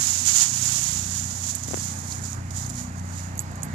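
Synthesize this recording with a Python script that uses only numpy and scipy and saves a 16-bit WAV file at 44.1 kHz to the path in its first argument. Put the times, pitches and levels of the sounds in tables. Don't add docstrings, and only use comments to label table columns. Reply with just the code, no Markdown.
import sys
import numpy as np
from scipy import signal
from scipy.io import wavfile
from scipy.ndimage import uniform_filter1d

SR = 44100
rng = np.random.default_rng(int(sys.argv[2]) if len(sys.argv) > 2 else 0)


def persist_wave(psi):
    counts = np.round(np.clip(psi, -1, 1) * 32767).astype(np.int16)
    wavfile.write(sys.argv[1], SR, np.atleast_2d(counts).T)


N = 164934

# time_s, relative_level_db
LEAF_STIRRING = [(0.0, -28.5), (0.02, -24.5), (0.24, -29), (0.29, -18), (0.33, -25), (0.35, -19.5),
                 (0.43, -18.5), (0.48, -27.5), (0.52, -29), (0.58, -26.5), (0.59, -28.5), (0.66, -25),
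                 (0.92, -28.5), (1.1, -34.5), (1.16, -31), (1.25, -35.5), (1.4, -36.5), (1.5, -30),
                 (1.54, -37), (1.55, -35), (1.57, -37), (1.62, -42), (1.64, -37.5), (1.67, -42.5),
                 (1.68, -35.5), (1.74, -37.5), (1.82, -32.5), (2.04, -43), (2.12, -36), (2.21, -44),
                 (2.26, -36.5), (2.28, -41.5), (2.32, -40), (2.4, -53.5), (2.5, -54.5), (2.51, -38),
                 (2.52, -48), (2.57, -35), (2.59, -36), (2.69, -45), (2.7, -36.5), (2.72, -47.5),
                 (2.79, -36.5), (2.92, -55), (3.0, -47), (3.01, -54.5), (3.19, -41.5), (3.34, -55.5)]
# freq_hz, relative_density_db
LEAF_RIGHT = [(300, -29), (550, -30), (800, -12.5), (1500, -11), (2300, -9.5), (3000, -7), (4000, -6.5),
              (5000, -1.5), (5500, 0), (6100, 6), (6450, 7), (6900, 12), (7400, 7), (8200, -0.9),
              (9200, -5.5), (12000, -9), (14300, -19)]
# freq_hz, relative_density_db
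LEAF_LEFT_PORT = [(300, -49), (600, -20.5), (900, -14.5), (1500, -21), (2500, -13.5), (3200, -14),
                  (4500, -13), (6000, -14), (7000, -19), (7900, -26), (9300, -30), (10200, -23.5),
                  (11000, -33), (11900, -27), (14300, -30)]
# time_s, relative_level_db
LEAF_BODY = [(0, 1.5), (.3, -0.5), (.45, 1), (1.1, .5), (1.6, -4.5), (2.2, -8), (3.3, 3)]
CRACKS_PER_S, CRACK_SPREAD_DB, HUSH_POWER_SHARE = 2500, 2, 0.51
CLUMP_DB, CLUMP_S, LEAF_DB = 1, 0.0087, 6.5
BODY_HZ, FIZZ_HZ = 3040, 9000
FIZZ_FLATTENING, FIZZ_PIVOT_DB = 0.1, -31.5
LEAF_LIKENESS, LEAF_LEFT_LAG_S, LEAF_APART_HZ = 0.3, 0.00019, 4870

# freq_hz, relative_density_db
ROAD_SPECTRUM = [(18, -37), (30, -33.5), (102, -3.5), (211, -10), (448, -24), (735, -15.5), (815, -15.5),
                 (1870, -18.5), (3320, -34.5), (4900, -30), (5300, -36), (13900, -57), (15000, -61)]
# freq_hz, left_minus_right_db
ROAD_BALANCE = [(60, -6), (120, -1.5), (240, 1.5), (480, -1.5), (950, -6), (1890, -9.5), (3770, -11),
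                (7520, -8), (15000, 8)]
# freq_hz, likeness (0 to 1)
ROAD_LIKENESS = [(60, 0.86), (200, 0.77), (550, 0.41), (1600, 0.63), (5000, 0.59), (15000, .1)]
# time_s, relative_level_db
ROAD_LOUDNESS = [(0, -1), (1.1, -1.5), (2, 1), (2.9, -0.1), (3.74, 3)]
ROAD_DB, ROAD_LEFT_LAG_S, PATCH_DB = -40.5, 0.00035, 1.2

# multiple, relative_level_db
ENGINE_ORDERS = [(1, -53), (2, -13), (3, 0.5), (4, -5), (5, -11.5), (6, -10.5), (7, -14), (8, -11.5),
                 (9, -20.5), (10, -33.5)]
# time_s, firing_order_db, other_orders_db
ENGINE_LOUDNESS = [(0.0, -44.5, -43.5), (0.13, -39, -40.5), (0.32, -39.5, -41), (0.46, -61, -45.5),
                   (0.51, -41, -39.5), (0.68, -41, -40.5), (0.78, -51, -40), (1.0, -35, -36.5),
                   (1.61, -40, -42), (1.69, -40.5, -37.5), (2.44, -35, -40.5), (2.58, -33.5, -37.5),
                   (2.76, -42, -37.5), (3.07, -33.5, -39), (3.7, -39.5, -34.5), (3.74, -29.5, -32)]
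ENGINE_HZ, FIRING_ORDER, SPEED_DRIFT = 30.2, 3, 0.0031
WAVER_DB, WAVER_TOP_HZ, ENGINE_LEFT_LAG_S = 3.5, 5, 0.00033

# start_s, level_db, pitch_hz
LEAF_SNAPS = [(0.2745, -8.5, 6800), (0.6624, -11, 6900), (1.493, -19, 6400), (1.636, -17.5, 6750),
              (1.682, -26, 6800), (1.7127, -17, 6500), (2.1228, -21, 4470), (2.253, -21.5, 6500),
              (2.331, -17.5, 6650), (2.508, -30, 5140), (2.647, -26.5, 4500), (2.756, -22, 7000)]
SNAP_HALF_RISE_S, SNAP_GRIT = 0.00029, 0.8

# start_s, tick_level_db, tick_pitch_hz, ring_drive_db, chatter_s, struck_mode_hz
TAG_CLINKS = [(1.551, -13.5, 6940, -30, .003, 11670), (1.556, -15.5, 8100, -30, .003, 8900),
              (2.663, -20, 6560, -38, .006, 6630), (2.694, -23.5, 7900, -45, .008, 10130),
              (3.354, -34, 6500, -49, .004, 6630), (3.373, -40, 11900, -31, 0.011, 11670),
              (3.378, -25, 6600, -32, .004, 10130), (3.392, -11.5, 6890, -24, .018, 7760),
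              (3.402, -22, 7700, -31, .012, 11670), (3.515, -33, 7500, -44.5, .003, 8900),
              (3.555, -30, 6450, -38, .006, 6630), (3.621, -29, 6650, -46, .004, 6630),
              (3.6313, -15.5, 7100, -31, 0.0034, 6630), (3.634, -21, 8400, -31, 0.0056, 10980),
              (3.645, -29, 9350, -36, .01, 11670)]
# freq_hz, t60_s
TAG_MODES = [(6630, .02), (7760, .04), (8900, .012), (10130, .015), (10980, .015), (11670, .03)]
CLINK_HALF_RISE_S, CLINK_GRIT, OTHER_MODES_DB, SCRAPE_DB = 0.00056, 0.57, -4.5, 8.5

# start_s, level_before_fade_db, rise_s
FINGER_KNOCKS = [(1.6848, -19, 0.00028), (1.7105, -18, 0.000087), (1.7338, -19, 0.00026),
                 (1.735, -7.5, 0.0005), (1.7429, -8.5, 0.0001), (1.774, -17, 0.00012), (3.046, -20, .002)]
KNOCK_HZ, KNOCK_FADE_S = 326, 0.0013

UNCOVER_START_S, UNCOVER_LEN_S, UNCOVER_DB, UNCOVER_ABOVE_HZ = 1.48, 0.066, 2.5, 300
LIMIT_DB, SQUEEZE_DB_PER_DB, HOLD_FALL_DB_PER_S = -22, 0.19, 31
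BASS_CUT_HZ, EDGE_HZ = 38.7, 14500


def amp(db):
    return 10 ** (np.asarray(db) / 20)


def evened(x):
    return x / np.sqrt(np.mean(x ** 2) + 1e-20)


def read(points, hz):
    f, value = np.transpose(points)
    return np.interp(np.log(hz + 1), np.log(f + 1), value)


def curve(points):
    s, value = np.transpose(points)
    return np.interp(np.arange(N) / SR, s, value)


def filtered(x, order, hz, kind):
    return signal.sosfilt(signal.butter(order, hz, kind, fs=SR, output="sos"), x)


def add(mix, s, sound):
    part = mix[round(s * SR):][:len(sound)]
    part += sound[:len(part)]


def slow_wander(top_hz):
    t = np.arange(N) / SR
    rates_hz = np.geomspace(top_hz / 10, top_hz, num=12)
    return evened(sum(np.sin(2 * np.pi * (f * t + rng.random())) / np.sqrt(f) for f in rates_hz))


def causal(points):
    hz = np.abs(np.fft.fftfreq(4096, 1 / SR))
    log_gain = np.log(amp(read(points, hz)))
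    return np.fft.ifft(np.exp(np.conj(signal.hilbert(log_gain)))).real[:2048]


def ports(x, other):
    right, left = causal(LEAF_RIGHT), causal(LEAF_LEFT_PORT)
    partly_alike = LEAF_LIKENESS * x + np.sqrt(1 - LEAF_LIKENESS ** 2) * other
    late = np.roll(partly_alike, round(LEAF_LEFT_LAG_S * SR))
    heard = [signal.oaconvolve(late, left)[:N], signal.oaconvolve(x, right)[:N]]
    return np.array(heard) / np.linalg.norm(right)


def crackle():
    size_db = CRACK_SPREAD_DB * np.minimum(rng.exponential(1, N), 5)
    size = amp(size_db) * np.sign(rng.standard_normal(N))
    cracks = size * (rng.random(N) < CRACKS_PER_S / SR)
    hush = rng.standard_normal(N)
    return np.sqrt(1 - HUSH_POWER_SHARE) * evened(cracks) + np.sqrt(HUSH_POWER_SHARE) * hush


def leaves():
    def clumps():
        return evened(uniform_filter1d(rng.standard_normal(N), round(CLUMP_S * SR)))

    def side():
        low = filtered(crackle(), 2, BODY_HZ, "low")
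        mid = filtered(crackle(), 2, [BODY_HZ, FIZZ_HZ], "band")
        top = filtered(crackle(), 2, FIZZ_HZ, "high")
        return dull * low + bright * mid + fizz * top

    shared, own, fine = clumps(), clumps(), clumps()
    stir_db = curve(LEAF_STIRRING)
    bright = amp(stir_db + LEAF_DB) * evened(amp(CLUMP_DB * shared))
    dull = bright * amp(curve(LEAF_BODY) + 0.99 * (own - shared))
    fizz = bright * amp(FIZZ_FLATTENING * (FIZZ_PIVOT_DB - stir_db) + 0.91 * (fine - shared))
    return ports(side(), filtered(side(), 1, LEAF_APART_HZ, "high"))


def road():
    frames, hz = N // 256 + 5, np.fft.rfftfreq(1024, 1 / SR)
    a, b, c, d, patches = rng.standard_normal((frames, 513, 5)).T
    patches = evened(uniform_filter1d(uniform_filter1d(patches, 12, 0), 14, 1))
    same = np.clip(read(ROAD_LIKENESS, hz), -1, 1)[:, None]
    right, other = a + 1j * b, c + 1j * d
    lag = np.exp(-2j * np.pi * hz * ROAD_LEFT_LAG_S)[:, None]
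    left = same * right * lag + np.sqrt(1 - same ** 2) * other
    z = np.array([left * amp(read(ROAD_BALANCE, hz))[:, None], right])
    z *= amp(read(ROAD_SPECTRUM, hz)[:, None] + PATCH_DB * patches)
    noise = signal.istft(z, nperseg=1024, noverlap=768)[1][:, :N]
    return amp(ROAD_DB + curve(ROAD_LOUDNESS)) * evened(noise)


def engine():
    turns = np.cumsum(ENGINE_HZ * (1 + SPEED_DRIFT * slow_wander(2.2))) / SR
    others = np.zeros(N)
    for k, db in ENGINE_ORDERS:
        if k != FIRING_ORDER:
            level = amp(db + WAVER_DB * slow_wander(WAVER_TOP_HZ))
            others += level * np.cos(2 * np.pi * (k * turns + 0.46 * rng.random()))
    firing = np.cos(2 * np.pi * FIRING_ORDER * turns)
    rows = np.array(ENGINE_LOUDNESS)
    hum = amp(curve(rows[:, :2])) * evened(firing) + amp(curve(rows[:, ::2])) * evened(others)
    return np.array([amp(0.05) * np.roll(hum, round(ENGINE_LEFT_LAG_S * SR)), hum])


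def tick(mix, s, db, hz, half_rise_s, grit):
    t = np.arange(300) / SR
    noise = filtered(rng.standard_normal(len(t)), 2, [0.85 * hz, min(1.46 * hz, 0.4 * SR)], "band")
    wave = np.sin(2 * np.pi * hz * t) + grit * noise
    rise = t / half_rise_s / 2
    sound = amp(db) * (rise * np.exp(1 - rise)) ** 2 * wave
    left_db = read(LEAF_LEFT_PORT, hz) - read(LEAF_RIGHT, hz)
    return mix + np.outer(amp([left_db, 0]), np.pad(sound, (round(s * SR), N))[:N])


def snaps():
    out = np.zeros((2, N))
    for s, db, hz in LEAF_SNAPS:
        out = tick(out, s, db, hz, SNAP_HALF_RISE_S, SNAP_GRIT)
    return out


def tags():
    out, ring, t = np.zeros((2, N)), np.zeros(N), np.arange(4000) / SR
    for s, db, hz, ring_db, chatter_s, struck_hz in TAG_CLINKS:
        out = tick(out, s, db, hz, CLINK_HALF_RISE_S, CLINK_GRIT)
        chatter = rng.standard_normal(len(t)) ** 3 * np.exp(-t / chatter_s)
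        nearest_hz = min(TAG_MODES, key=lambda mode: abs(mode[0] - struck_hz))[0]
        response = np.zeros(len(t))
        for f, t60 in TAG_MODES:
            decay = amp(OTHER_MODES_DB * (f != nearest_hz) - 60 * t / t60)
            response += decay * np.sin(2 * np.pi * f * t)
        response[:3] += amp(SCRAPE_DB) * np.array([1, -2, 1])
        add(ring, s, amp(ring_db) * signal.fftconvolve(chatter / np.linalg.norm(chatter), response))
    return out + ring * amp([[-24], [0]])


def knocks():
    out, t = np.zeros((2, N)), np.arange(600) / SR
    for s, db, rise_s in FINGER_KNOCKS:
        swing = np.cos(2 * np.pi * KNOCK_HZ * t) * np.exp(-t / KNOCK_FADE_S)
        add(out[0], s, -amp(db) * np.minimum(t / rise_s, 1) * swing)
    return out


def uncover(air):
    covered = 1 - np.clip((np.arange(N) / SR - UNCOVER_START_S) / UNCOVER_LEN_S, 0, 1)
    upper = filtered(air[0], 1, UNCOVER_ABOVE_HZ, "high")
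    air[0] += upper * (amp(-UNCOVER_DB * covered) - 1)
    return air


def scene():
    air = leaves() + road() + snaps() + tags()
    return uncover(air) + engine() + knocks()


def record(dry):
    power_db = 10 * np.log10(abs(uniform_filter1d((dry ** 2).mean(0), 900)) + 1e-12)
    fall_db = np.arange(N) * HOLD_FALL_DB_PER_S / SR
    held_db = np.maximum.accumulate(power_db + fall_db) - fall_db
    over_db = np.maximum(held_db - LIMIT_DB, 0)
    ducked = dry / amp(SQUEEZE_DB_PER_DB * uniform_filter1d(over_db, 400))
    ducked = filtered(ducked, 2, BASS_CUT_HZ, "high")
    low_pass = signal.firwin(511, EDGE_HZ, window=("kaiser", 9), fs=SR)
    return signal.oaconvolve(ducked, low_pass[None], "same")


dry = scene()
out = record(dry)
persist_wave(out)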